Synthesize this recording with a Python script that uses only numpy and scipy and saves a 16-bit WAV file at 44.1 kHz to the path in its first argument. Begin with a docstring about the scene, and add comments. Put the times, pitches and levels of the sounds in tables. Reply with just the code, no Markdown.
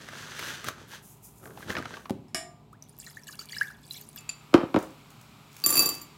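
"""A small kitchen: a plastic bag rustles in noisy slips and crinkles while chia seeds hiss off a spoon.
A steel pan thumps down and clinks in ringing modes, and a thin stream of bottled water gushes into it
as rising bubble tones, splashes and fizz. A glass bowl knocks on the counter, sending bending waves through it,
a finger ring clinks on the glass, and dry chickpeas rattle in as clicks, glass notes and dull thuds.
An appliance rumble with one faint tone and a thin hiss lie underneath."""
import sys
import numpy as np
from scipy import signal
from scipy.fft import rfft, irfft
from scipy.io import wavfile

SR = 44100
rng = np.random.default_rng(int(sys.argv[2]) if len(sys.argv) > 2 else 0)


def wav_record(signal):
    """Record a signal, one row per channel, as 16-bit PCM in the file named by sys.argv[1]."""
    frames = np.transpose(np.atleast_2d(signal))
    bounded = np.clip(frames, -1, 1)
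    # unit amplitude maps onto the largest positive 16-bit level
    quanta = np.round(bounded * 32767).astype(np.int16)
    wavfile.write(sys.argv[1], SR, quanta)


N = 272097


def amp(db):
    """Decibels to linear gain."""
    return 10 ** (np.asarray(db) / 20)


def rms_one(x):
    """Scale to an RMS level of one."""
    return x / np.sqrt(np.mean(x ** 2) + 1e-20)


def peak_one(x):
    """Scale to a peak of one."""
    return x / (np.abs(x).max() + 1e-20)


def at_hz(points, hz):
    """Read a frequency curve, interpolating along log frequency."""
    point_hz, values = np.array(points).T
    return np.interp(np.log(hz + 1), np.log(point_hz), values)


def add(out, s, sound):
    """Mix a sound in at time s."""
    at = max(round(s * SR), 0)
    out[at:at + len(sound)] += sound[:max(N - at, 0)]


def cut(x, hz, kind, order=2):
    """Butterworth low, high or band filter."""
    sos = signal.butter(order, np.clip(hz, 10, .45 * SR), kind, fs=SR, output="sos")
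    return signal.sosfilt(sos, x)


def colour(x, spectrum, size=4096):
    """Causal (minimum-phase) filter with the given spectrum."""
    hz = np.arange(size // 2 + 1) * SR / size
    cepstrum = irfft(np.log(amp(at_hz(spectrum, hz))))
    # folding the cepstrum forward puts the energy as early as possible
    cepstrum[1:size // 2] *= 2
    cepstrum[size // 2 + 1:] = 0
    response = irfft(np.exp(rfft(cepstrum)))
    return signal.fftconvolve(x, response)[:len(x)]


def ring(clicks, hz, t60):
    """A resonator: a unit click sets a sine of height 1 ringing, 60 dB down after t60 seconds."""
    r, w = amp(-60 / (t60 * SR)), 2 * np.pi * hz / SR
    return signal.lfilter([0, np.sin(w)], [1, -2 * r * np.cos(w), r * r], clicks + 1e-18)


def crack(t60, size=2048):
    """The short noise burst of one contact."""
    return rng.standard_normal(size) * amp(-60 * np.arange(size) / SR / t60)


def grains(per_s, spread_db):
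    """Random clicks of uneven size and either polarity."""
    sizes = amp(spread_db * np.minimum(rng.exponential(1, N), 4))
    return (rng.random(N) < per_s / SR) * sizes * rng.choice([-1, 1], N)


def swell(s, rise_s, fall_s, edge_db=10.5, roundness=1.47):
    """A rounded rise and fall around time s, down by edge_db after one rise or fall time."""
    t = np.arange(N) / SR - s
    away = np.minimum(np.abs(t / np.where(t < 0, rise_s, fall_s)), 10)
    return amp(-edge_db * away ** roundness)


def envelope(s, attack_s, hold_s, fall_db_per_s):
    """Attack, hold and a steady fall in dB."""
    t = np.arange(N) / SR - s
    return np.clip(t / attack_s, 0, 1) * amp(-fall_db_per_s * np.clip(t - attack_s - hold_s, 0, 1))


# How long the kitchen rings. Each row: frequency in Hz, decay by 60 dB in seconds.
ROOM_T60 = [(100, 0.55), (500, 0.42), (2000, 0.38), (8000, 0.25), (16000, 0.25)]


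def kitchen(x, wet_db, size=24000):
    """Direct sound plus a dense tail that dies sooner in the treble."""
    t, hz = np.arange(size) / SR, np.arange(size // 2 + 1) * SR / size
    noise = rfft(rng.standard_normal(size))
    centres = np.log([f for f, t60 in ROOM_T60])
    tail = np.zeros(size)
    for row, (f, t60) in zip(np.eye(len(centres)), ROOM_T60):
        share = np.interp(np.log(hz + 1), centres, row)   # crossfaded bands
        tail += irfft(noise * share) * amp(-60 * t / t60)
    tail *= np.clip((t - .002) / 0.0058, 0, 1)   # short pre-delay, then a quick build-up
    return x + amp(wet_db) * signal.fftconvolve(x, tail / np.linalg.norm(tail))[:N]


# Rumble spectrum. Each row: frequency in Hz, relative level in dB.
HUM = [(18, -37), (30, -43), (59, -2.5), (91, -21.5), (103, -0.5), (151, -8), (205, -5.5), (385, -17),
       (421, -10), (446, -23), (839, -18), (1000, -18.5), (1300, -50), (2200, -120)]
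# Hiss spectrum. Each row: frequency in Hz, relative level in dB.
HISS = [(260, -10), (450, -14.5), (1220, 1.5), (1730, -10), (2400, -3), (2870, -6.5), (4110, -8.5),
        (6340, -17), (6830, -14), (8050, -13.5), (8930, -21), (12400, -17.5), (16000, -23)]
# Hiss level over time. Each row: time in seconds, RMS level in dB.
HISS_DB = [(0, -57.5), (2.1, -72.5), (2.13, -68), (2.7, -70), (4.17, -63), (4.19, -57), (4.9, -57.5),
           (6.17, -56.5)]


def room_tone():
    """A low appliance rumble with one faint tone, under a thin hiss."""
    t = np.arange(N) / SR
    rumble = amp(-56.3) * rms_one(colour(rng.standard_normal(N), HUM))
    tone = amp(-57.5) * np.sin(2 * np.pi * 148.5 * t)
    hiss_level = amp(np.interp(t, *np.transpose(HISS_DB)))
    return rumble + tone + hiss_level * rms_one(colour(rng.standard_normal(N), HISS))


# The hand shifts the bag. Each row: time of the height in seconds, relative rustle level in dB,
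# relative low flapping level in dB, rise in seconds, fall in seconds.
RUBS = [(0.03, -51.5, -56, .05, 0.047), (0.2, -45, -56, .14, 0.062), (0.49, -36, -50, 0.22, 0.12),
        (0.675, -38, -41.5, 0.029, 0.037), (0.805, -51.5, -55, 0.038, 0.062),
        (0.942, -42.5, -60, 0.041, 0.045), (1.46, -73, -47, 0.042, 0.078),
        (1.63, -53.5, -51.5, 0.08, 0.046), (1.705, -36.5, -37.5, 0.022, 0.023),
        (1.789, -49, -38.5, 0.049, 0.028), (1.94, -48.5, -50, 0.21, .09)]
# Spectrum of the sliding film. Each row: frequency in Hz, relative level in dB.
RUSTLE = [(290, -34), (500, -10.5), (819, -17), (906, -10.5), (1110, -10.5), (1640, 0), (2260, -10.5),
          (3290, -6.5), (5470, -13.5), (6140, -9.5), (7100, -15), (16000, -34)]
# Spectrum of the flapping sheet. Each row: frequency in Hz, relative level in dB.
FLAP = [(47, -36), (80, 7.5), (146, 3.5), (404, 2.5), (803, -8), (896, -9), (1500, -10), (1950, -55),
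        (3300, -120)]
# The loudest creases snapping. Each row: start in seconds, relative peak in dB, pitch in Hz,
# treble edge in dB beside the panel.
CREASES = [(0.078, -38, 1570, -21.5), (0.086, -24.5, 1590, -16), (0.133, -29, 1590, -27),
           (0.153, -31, 1600, -21), (0.319, -28, 1580, -31), (0.393, -19.5, 2100, -4),
           (0.643, -23.5, 1230, -3), (0.685, -13, 1229, -7.5), (1.43, -42, 894, -21),
           (1.474, -37, 980, -26), (1.574, -30, 882, -27), (1.626, -30, 1580, -36), (1.683, -31, 1490, -35),
           (1.702, -16.5, 1730, -21), (1.752, -18, 1600, -29), (1.767, -15, 1454, -30),
           (1.783, -21, 1250, -16), (1.855, -22, 1310, -18), (1.939, -26, 1600, -19),
           (1.969, -28, 1090, -20), (2.055, -27.5, 1080, -44), (2.096, -22.5, 824, -5)]
# Spectrum of a snapping panel. Each row: frequency in Hz, relative level in dB.
CREASE = [(60, -62), (250, 5), (600, 8), (1400, 8), (3000, 1.5), (6500, -1), (16000, -59)]


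def bag():
    """The film slides in countless tiny slips, flaps and crinkles as a sheet, and snaps where a crease gives way."""
    rustle, flap = np.zeros((2, N))
    for s, rustle_db, flap_db, rise_s, fall_s in RUBS:
        rub = swell(s, rise_s, fall_s)
        rustle += amp(rustle_db) * rub
        flap += amp(flap_db) * rub

    fine_slips = rms_one(grains(per_s=5800, spread_db=3.5))
    coarse_slips = rms_one(grains(per_s=330, spread_db=8.0))
    slips = fine_slips + amp(-15) * coarse_slips
    slide = amp(-2.0) * rustle * rms_one(colour(slips, RUSTLE))
    effort = rustle / rustle.max()   # a harder rub is brighter
    slide += amp(-16.5) * rustle * effort * rms_one(cut(slips, (5500, 13000), "band", order=1))
    flaps = colour(grains(per_s=700, spread_db=2.0), FLAP)
    slide += amp(1) * flap * rms_one(cut(flaps, 76, "high"))

    # lesser creases, wherever the film moves
    crinkles_per_s, crinkle_hz = 57, (940, 1280, 1580)
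    crinkles = np.zeros(N)
    for hz in crinkle_hz:
        crinkles += ring(grains(per_s=crinkles_per_s / len(crinkle_hz), spread_db=3.5), hz, t60=0.01)
    slide += amp(-7) * (flap + .35 * rustle) * rms_one(np.gradient(crinkles))

    snaps = np.zeros(N)
    for s, db, hz, treble_db in CREASES:
        burst = crack(t60=0.031)
        panel = peak_one(colour(burst, CREASE)) + peak_one(np.gradient(ring(burst, hz, t60=0.013)))
        panel = peak_one(cut(panel, 4000, "low"))
        edge = peak_one(cut(cut(burst, 5700, "high"), 11300, "low", order=1))
        add(snaps, s, amp(db - 4.0) * peak_one(panel + amp(treble_db) * edge))
    return kitchen(slide + snaps, wet_db=-13)


# Each shake of the spoon spills seeds. Each row: start in seconds, relative level in dB,
# attack in seconds, hold in seconds.
SPILLS = [(0.868, -54, 0.025, .04), (1.018, -51.5, 0.026, 0.076), (1.22, -47, 0.023, 0.013),
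          (1.348, -57, .03, .02), (1.425, -52.5, 0.022, 0.017), (1.524, -54.5, 0.073, .03),
          (1.7, -52.5, 0.015, 0.009), (1.907, -62.5, 0.049, .1)]
# Spectrum of the trickling seeds. Each row: frequency in Hz, relative level in dB.
SEED_HISS = [(2060, -55), (3500, -30), (4540, -29), (4870, -9), (5190, -11), (6700, -3), (8740, -5),
             (9380, -0.5), (10400, -3.5), (12500, -2), (16000, -7.5)]


def seeds():
    """Thousands of tiny seeds make a fine, bright hiss that swells with each shake and trickles away."""
    flow = np.zeros(N)
    for s, db, attack_s, hold_s in SPILLS:
        flow += amp(db) * envelope(s, attack_s, hold_s, fall_db_per_s=167)
    return amp(-3.0) * flow * rms_one(colour(grains(per_s=9100, spread_db=4.0), SEED_HISS))


# Hollow modes of the pan's base on the counter. Each row: frequency in Hz, relative level in dB,
# decay by 60 dB in seconds.
THUMP = [(126, -18.5, 0.26), (255, 5, 0.031), (372, -11.5, 0.17), (530, -9.5, 0.035), (870, -25, 0.038)]


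def thump(size=8000):
    """The pan lands flat: a tick and a short hollow boom of decaying modes."""
    out, t = np.zeros(N), np.arange(size) / SR
    boom = sum(amp(db - 60 * t / t60) * np.sin(2 * np.pi * hz * t) for hz, db, t60 in THUMP)
    tick = peak_one(cut(crack(t60=0.0012), 5500, "low", order=1))
    add(boom, 0, amp(-8) * tick)
    add(out, 2.1068, amp(-19) * cut(boom, 120, "high"))
    return kitchen(out, wet_db=-10)


# Long notes of the steel pan. Each row: frequency in Hz, relative level in dB, decay by 60 dB in seconds.
PAN = [(203, -3, 0.15), (287, -0.5, 0.12), (368, -3.5, 0.24), (700, -8, 0.37), (1190, -2.5, 0.43),
       (1680, -10.5, 0.38), (1867, -1, 0.14), (2240, -1, 0.079), (2350, -24, 0.37), (2920, -4, 0.15),
       (3640, -17, 0.24), (4025, -10, 0.15), (5260, -3.5, 0.19), (5340, 2.5, 0.15), (6800, -9, 0.31),
       (7160, -5, 0.31), (8796, -11, 0.32), (11600, -30, 0.29)]
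# Spectrum of its dense upper modes. Each row: frequency in Hz, relative level in dB.
PAN_SHIMMER = [(350, -51), (600, -18), (688, 9.5), (801, -10), (1080, -16.5), (1160, -13), (1390, -19),
               (1660, -2), (2470, -9), (4650, -15), (5260, 3), (6200, -25), (7410, -5), (11200, -10.5),
               (12500, -26), (16000, -49)]
# Blows on the pan. Each row: start in seconds, relative level in dB.
PAN_BLOWS = [(2.283, -52.5), (2.3461, -16.5), (2.369, -29)]


def pan(count=300, size=26000):
    """Thin steel rings with a few long notes and a shimmer of close, short ones."""
    t, blows = np.arange(size) / SR, np.zeros(N)
    notes = sum(amp(db - 60 * t / t60) * np.sin(2 * np.pi * hz * t) for hz, db, t60 in PAN)
    shimmer = np.zeros(size)
    scatter = rng.standard_normal((count, 3))
    for centre_hz, (offset, strength, life) in zip(np.linspace(600, 15500, count), scatter):
        hz = centre_hz + 25 * offset
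        t60 = 0.19 * amp(life) * (centre_hz / 5000) ** -.15   # higher modes die a little sooner
        level = amp(at_hz(PAN_SHIMMER, hz) + 1.7 * strength)
        shimmer += level * np.sin(2 * np.pi * (hz * t + life)) * amp(-60 * t / t60)
    sound = amp(-20.5) * notes + amp(-6.0) * peak_one(shimmer)
    contact = peak_one(cut(crack(t60=0.011), (1300, 11000), "band"))
    add(sound, 0, amp(-2) * contact)
    for s, db in PAN_BLOWS:
        add(blows, s, amp(db) * sound)
    return kitchen(blows, wet_db=-6.5)


def pan_walls(x, count=9):
    """Sound bounces a few times across the pan before it leaves, later bounces weaker."""
    out = x.copy()
    for delay_s, sign in zip(rng.uniform(0.0011, 0.013, count), rng.choice([-1, 1], count)):
        add(out, delay_s, sign * amp(2.5 - 2900 * delay_s) * x)
    return out


def bubble(hz, cycles, rise_hz_per_s, size=3000):
    """A trapped pocket of air swells for a cycle and rings, its pitch rising as it nears the surface."""
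    t = np.arange(size) / SR
    phase = 2 * np.pi * (hz * t + rise_hz_per_s * t ** 2 / 2)
    decay = amp(-60 * t * hz / cycles)
    onset = (1 - np.exp(-t * hz)) ** 2
    return peak_one(np.sin(phase) * decay * onset)


# The largest air bubbles. Each row: start in seconds, relative peak in dB, nominal pitch in Hz.
BUBBLES = [(2.7286, -43, 1170), (2.824, -31, 6220), (2.894, -35.5, 9700), (2.9875, -29.5, 14100),
           (3, -27.5, 7800), (3.0645, -35.5, 4220), (3.071, -39.5, 1760), (3.1696, -32.5, 1750),
           (3.235, -38, 5720), (3.333, -43, 1410), (3.3922, -25.5, 4700), (3.413, -40.5, 1295),
           (3.488, -36, 4450), (3.495, -34.5, 3300), (3.5224, -29, 4730), (3.5308, -29, 1976),
           (3.549, -33, 3960), (3.565, -29, 1635), (3.5837, -23, 5250), (3.6112, -13, 1587),
           (3.7032, -35, 1420), (3.909, -24.5, 4080), (3.9664, -35, 4180), (4.013, -28, 14200),
           (4.0888, -30, 10300), (4.1604, -24.5, 14000)]
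# The stream wobbles and gushes. Each row: start in seconds, relative level in dB, hold in seconds,
# lowest pitch in Hz.
GUSHES = [(2.991, -44.5, 0.027, 4000), (3.038, -45, 0.059, 1190), (3.157, -52.5, .01, 1500),
          (3.268, -40.5, 0.04, 800), (3.389, -40.5, 0.013, 1200), (3.49, -41.5, 0.061, 2480),
          (3.553, -41.5, 0.07, 1500), (3.663, -53, 0.014, 1200), (3.827, -51.5, 0.056, 3500),
          (3.902, -39, 0.07, 3100), (4.003, -54.5, 0.13, 5500), (4.16, -40.5, .015, 3460)]
# Spectrum of splashing drops and fizz. Each row: frequency in Hz, relative level in dB.
SPLASH = [(700, -3), (1500, -4), (4000, -4.5), (7000, -4), (11000, -4), (16000, -3.5)]


def water(count=2600):
    """The stream drags air under: loud bubbles, each with a splash, over a fizz of small ones that gushes."""
    large, splashes, small = np.zeros((3, N))
    for s, db, hz in BUBBLES:
        # every large bubble is tuned slightly below its nominal pitch
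        add(large, s, amp(db - 9.0) * bubble(hz * 0.967, cycles=76, rise_hz_per_s=25400))
        drops = crack(t60=.004) + amp(-14) * crack(t60=.05) * rng.exponential(1, 2048)
        splash_db = -23 + 0.47 * db   # splashes vary less than their bubbles
        add(splashes, s, amp(splash_db) * peak_one(colour(drops, SPLASH)))

    from_s, until_s = 2.82, 4.19   # while the stream hits the pan
    pour_s = until_s - from_s
    for when, width, strength, life in rng.random((count, 4)):
        hz = max(15000 - 13900 * width, 500)   # wider bubbles sound lower
        level = amp(at_hz(SPLASH, hz) - 34 * strength)
        blip = level * bubble(hz, cycles=8 + 45 * life, rise_hz_per_s=25000)
        add(small, from_s + when * pour_s, blip)
    patter = rms_one(colour(grains(per_s=1100, spread_db=3.0), SPLASH))
    fizz = cut(amp(-9.5) * rms_one(small) + amp(-14) * patter, 14000, "low", order=1)

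    flow = envelope(from_s, attack_s=0.019, hold_s=pour_s, fall_db_per_s=600)
    spray = amp(-60.5) * flow * cut(fizz, 2300, "high")   # steady stream between gushes
    for s, db, hold_s, lowest_hz in GUSHES:
        gush = envelope(s, attack_s=0.0019, hold_s=hold_s, fall_db_per_s=271)
        spray += amp(db) * gush * cut(fizz, lowest_hz, "high")
    # stray drops ticking on the steel
    droplets = amp(-38.5) * flow * cut(grains(per_s=40, spread_db=5.5), (5500, 13000), "band")
    bounced = pan_walls(splashes + spray + amp(4.5) * large)
    return kitchen(large + droplets + .5 * bounced, wet_db=-14.5)


# Spectrum of the counter slab. Each row: frequency in Hz, relative level in dB.
COUNTER = [(50, -18), (110, -7.5), (190, -2.5), (280, 7), (350, 6.5), (430, -2), (560, -4), (760, -8),
           (1000, -9.5), (1350, -8), (1800, -23.5), (2400, -18), (4000, -24.5), (8000, -33.5), (16000, -35)]


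def counter(force, size=4096):
    """Bending waves in the slab carry highs faster than lows: each blow falls in pitch and returns from the edges."""
    root_hz = np.sqrt(np.arange(size // 2 + 1) * SR / size)
    spread = root_hz - root_hz ** 2 / (2 * root_hz[-1])
    paths = [(.21, 9.5), (.5, -16), (.78, -10)]   # dispersion in cycles per root Hz, level in dB
    slab = irfft(sum(amp(db) * np.exp(-2j * np.pi * length * spread) for length, db in paths))
    return signal.fftconvolve(force, colour(slab, COUNTER))[:len(force)]


# Blows on the counter. Each row: start in seconds, peak in dB, contact cut-off in Hz.
KNOCKS = [(4.53, -28, 905), (4.5403, -0.5, 3150), (4.549, -35, 1800), (4.579, -20, 1514),
          (4.6307, -18, 404), (4.7422, -10.5, 1340), (4.7611, -9, 1960), (4.7705, -15, 350)]


def knocks(size=4096):
    """The bowl lands on the counter and rocks; a softer contact is duller, and every blow also grates briefly."""
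    out = np.zeros(N)
    for s, db, contact_hz in KNOCKS:
        grating = cut(crack(t60=0.076, size=size), 386, "high")
        force = signal.unit_impulse(size) + amp(-25.5) * grating
        add(out, s, amp(db) * peak_one(counter(cut(force, contact_hz, "low", order=1))))
    near = cut(out, 630, "low", order=1)   # the slab's slowest waves hardly reach the room
    return near + kitchen(out - near, wet_db=-12)


# The peas hop inside the bowl after it lands. Each row: start in seconds, level in dB, hold in seconds.
HOPS = [(4.54, -32, 0.035), (4.754, -37, 0.012)]


def hopping_peas():
    """Jolted peas drop back on the bowl's base in a dull, loose clatter."""
    jolt = np.zeros(N)
    for s, db, hold_s in HOPS:
        jolt += amp(db) * envelope(s, attack_s=0.0051, hold_s=hold_s, fall_db_per_s=176)
    return jolt * rms_one(cut(grains(per_s=600, spread_db=2.5), (380, 1250), "band"))


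# Modes of the glass bowl. Each row: frequency in Hz, relative level in dB under a pea,
# relative level in dB under a finger ring, decay by 60 dB in seconds.
BOWL = [(1165.3, -18, -41, 0.24), (2620, -14.5, -6.5, 0.42), (4651, 0.5, -5.5, 0.19),
        (7190, -19, -0.5, 0.2), (7230, 5.5, -28, 0.047), (7220, 6.5, -32, 0.017), (10010, -0.5, -38, 0.014),
        (9965, -5.5, -36, 0.065), (10380, -16, -14, 0.13), (12750, -14, -36, 0.06), (12740, -4, -36, 0.059),
        (14400, -7, -40, 0.052), (13900, -22, -43, 0.056), (14300, -14, -49, 0.076),
        (13900, -5.5, -46, 0.11), (13900, -14, -40, 0.091), (15338, -12.5, -36, 0.07)]


def glass(strengths, size=20000):
    """The bowl's modes ringing out, each from its own strength."""
    t, out = np.arange(size) / SR, np.zeros(size)
    for strength, (hz, pea_db, ring_db, t60) in zip(strengths, BOWL):
        out += strength * amp(-60 * t / t60) * np.sin(2 * np.pi * hz * t)
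    return out


# Finger ring touching the bowl. Each row: start in seconds, relative level in dB of the tap,
# relative level in dB of the lasting ring.
CLINKS = [(4.185, -46, -36.5), (4.292, -24, -57)]


def clinks():
    """A finger ring taps the bowl; the hand soaks up most of the ringing at once and a faint part rings on."""
    out, free = np.zeros(N), glass(amp(np.array(BOWL)[:, 2]))
    t = np.arange(len(free)) / SR
    tap = free / (1 + (t / 0.01) ** 4)   # damped by the hand after 10 ms
    contact = cut(cut(crack(t60=0.091), 2500, "high"), 5800, "low")
    add(tap, 0, amp(-7) * peak_one(contact))
    for s, tap_db, ring_db in CLINKS:
        add(out, s, amp(tap_db - 1.5) * tap + amp(ring_db - 12.5) * free)
    return kitchen(out, wet_db=-11)


# Chickpeas landing in the bowl. Each row: start in seconds, relative level in dB, relative level in dB
# of the wall's notes (high on bare glass, low on other peas).
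PEAS = [(5.6392, -11.5, 6), (5.6621, -2, -18), (5.6871, -17, -14), (5.693, -10.5, -22), (5.7051, -5.5, -30),
        (5.7268, -8.5, -7), (5.7394, -12, -17), (5.7548, -4, -9), (5.77, -5, -2), (5.7775, -4, -4),
        (5.7933, -1.5, -5), (5.8061, -6.5, -24), (5.8225, -6, -23), (5.8587, -8, -8), (5.8902, -12.5, -17),
        (5.9496, -26.5, -18), (6.0159, -26.5, -6)]
# Spectrum of a pea's click. Each row: frequency in Hz, relative level in dB.
PEA_CLICK = [(300, -16.5), (1100, -4.5), (1900, -10.5), (4000, -11), (6500, -4.5), (11000, -11.5),
             (15000, -11.5)]
# Single dry peas ticking against each other. Each row: start in seconds, relative peak in dB.
TICKS = [(4.788, -11.5), (4.8264, -16), (4.9058, -24), (5.1037, -21.5), (5.213, -23), (5.566, -14.5),
         (5.6188, -21)]
# Chickpeas jostling, in the hand and then in the bowl. Each row: start in seconds, relative level in dB,
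# attack in seconds, hold in seconds.
JOSTLES = [(5.494, -57.5, 0.027, 0.09), (5.656, -40.5, .003, 0.23)]


def chickpeas():
    """Hard peas click, ring the glass and thud through it into the counter, then jostle to rest."""
    clicks, rings, force, ticks = np.zeros((4, N))
    mode_db = np.array(BOWL)[:, 1]
    for s, db, wall_db in PEAS:
        add(clicks, s, amp(db - 13.5) * peak_one(colour(crack(t60=0.0064), PEA_CLICK)))
        # the spot that is hit decides which modes answer
        place = amp(rng.normal(0, 0.74, len(BOWL))) * rng.choice([-1, 1], len(BOWL))
        place[1:3] *= amp([0.44 * wall_db, wall_db])   # the 2.6 and 4.6 kHz notes
        place[3:6] *= amp(-8)   # the 7.2 kHz group
        add(rings, s, amp(db - 14.0) * glass(amp(mode_db) * place))
        add(force, s, amp([db]))
    for s, db in TICKS:
        add(ticks, s, amp(db - 19.5) * peak_one(colour(crack(t60=0.023), PEA_CLICK)))
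    stir = np.zeros(N)
    for s, db, attack_s, hold_s in JOSTLES:
        stir += amp(db) * envelope(s, attack_s, hold_s, fall_db_per_s=183)
    jostle = amp(1) * stir * rms_one(colour(grains(per_s=900, spread_db=8.0), PEA_CLICK))
    thuds = amp(-28.5) * peak_one(counter(cut(force, 2100, "low", order=1)))
    return kitchen(clicks + jostle + thuds + ticks, wet_db=-1.5) + kitchen(rings, wet_db=-8.5)


def scene():
    """All layers mixed to one channel, background first."""
    cooking = room_tone() + bag() + seeds() + thump() + pan() + water()
    bowl = knocks() + hopping_peas() + clinks() + chickpeas()
    return (cooking + bowl)[None]


def record(dry):
    """A small microphone drops the deep bass; the top is cut steeply."""
    steep_top = signal.ellip(10, .2, 80, 15900, fs=SR, output="sos")   # ripple dB, stopband dB, cut-off Hz
    return signal.sosfilt(steep_top, cut(dry, 46, "high", order=4))


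dry = scene()
out = record(dry)
wav_record(out)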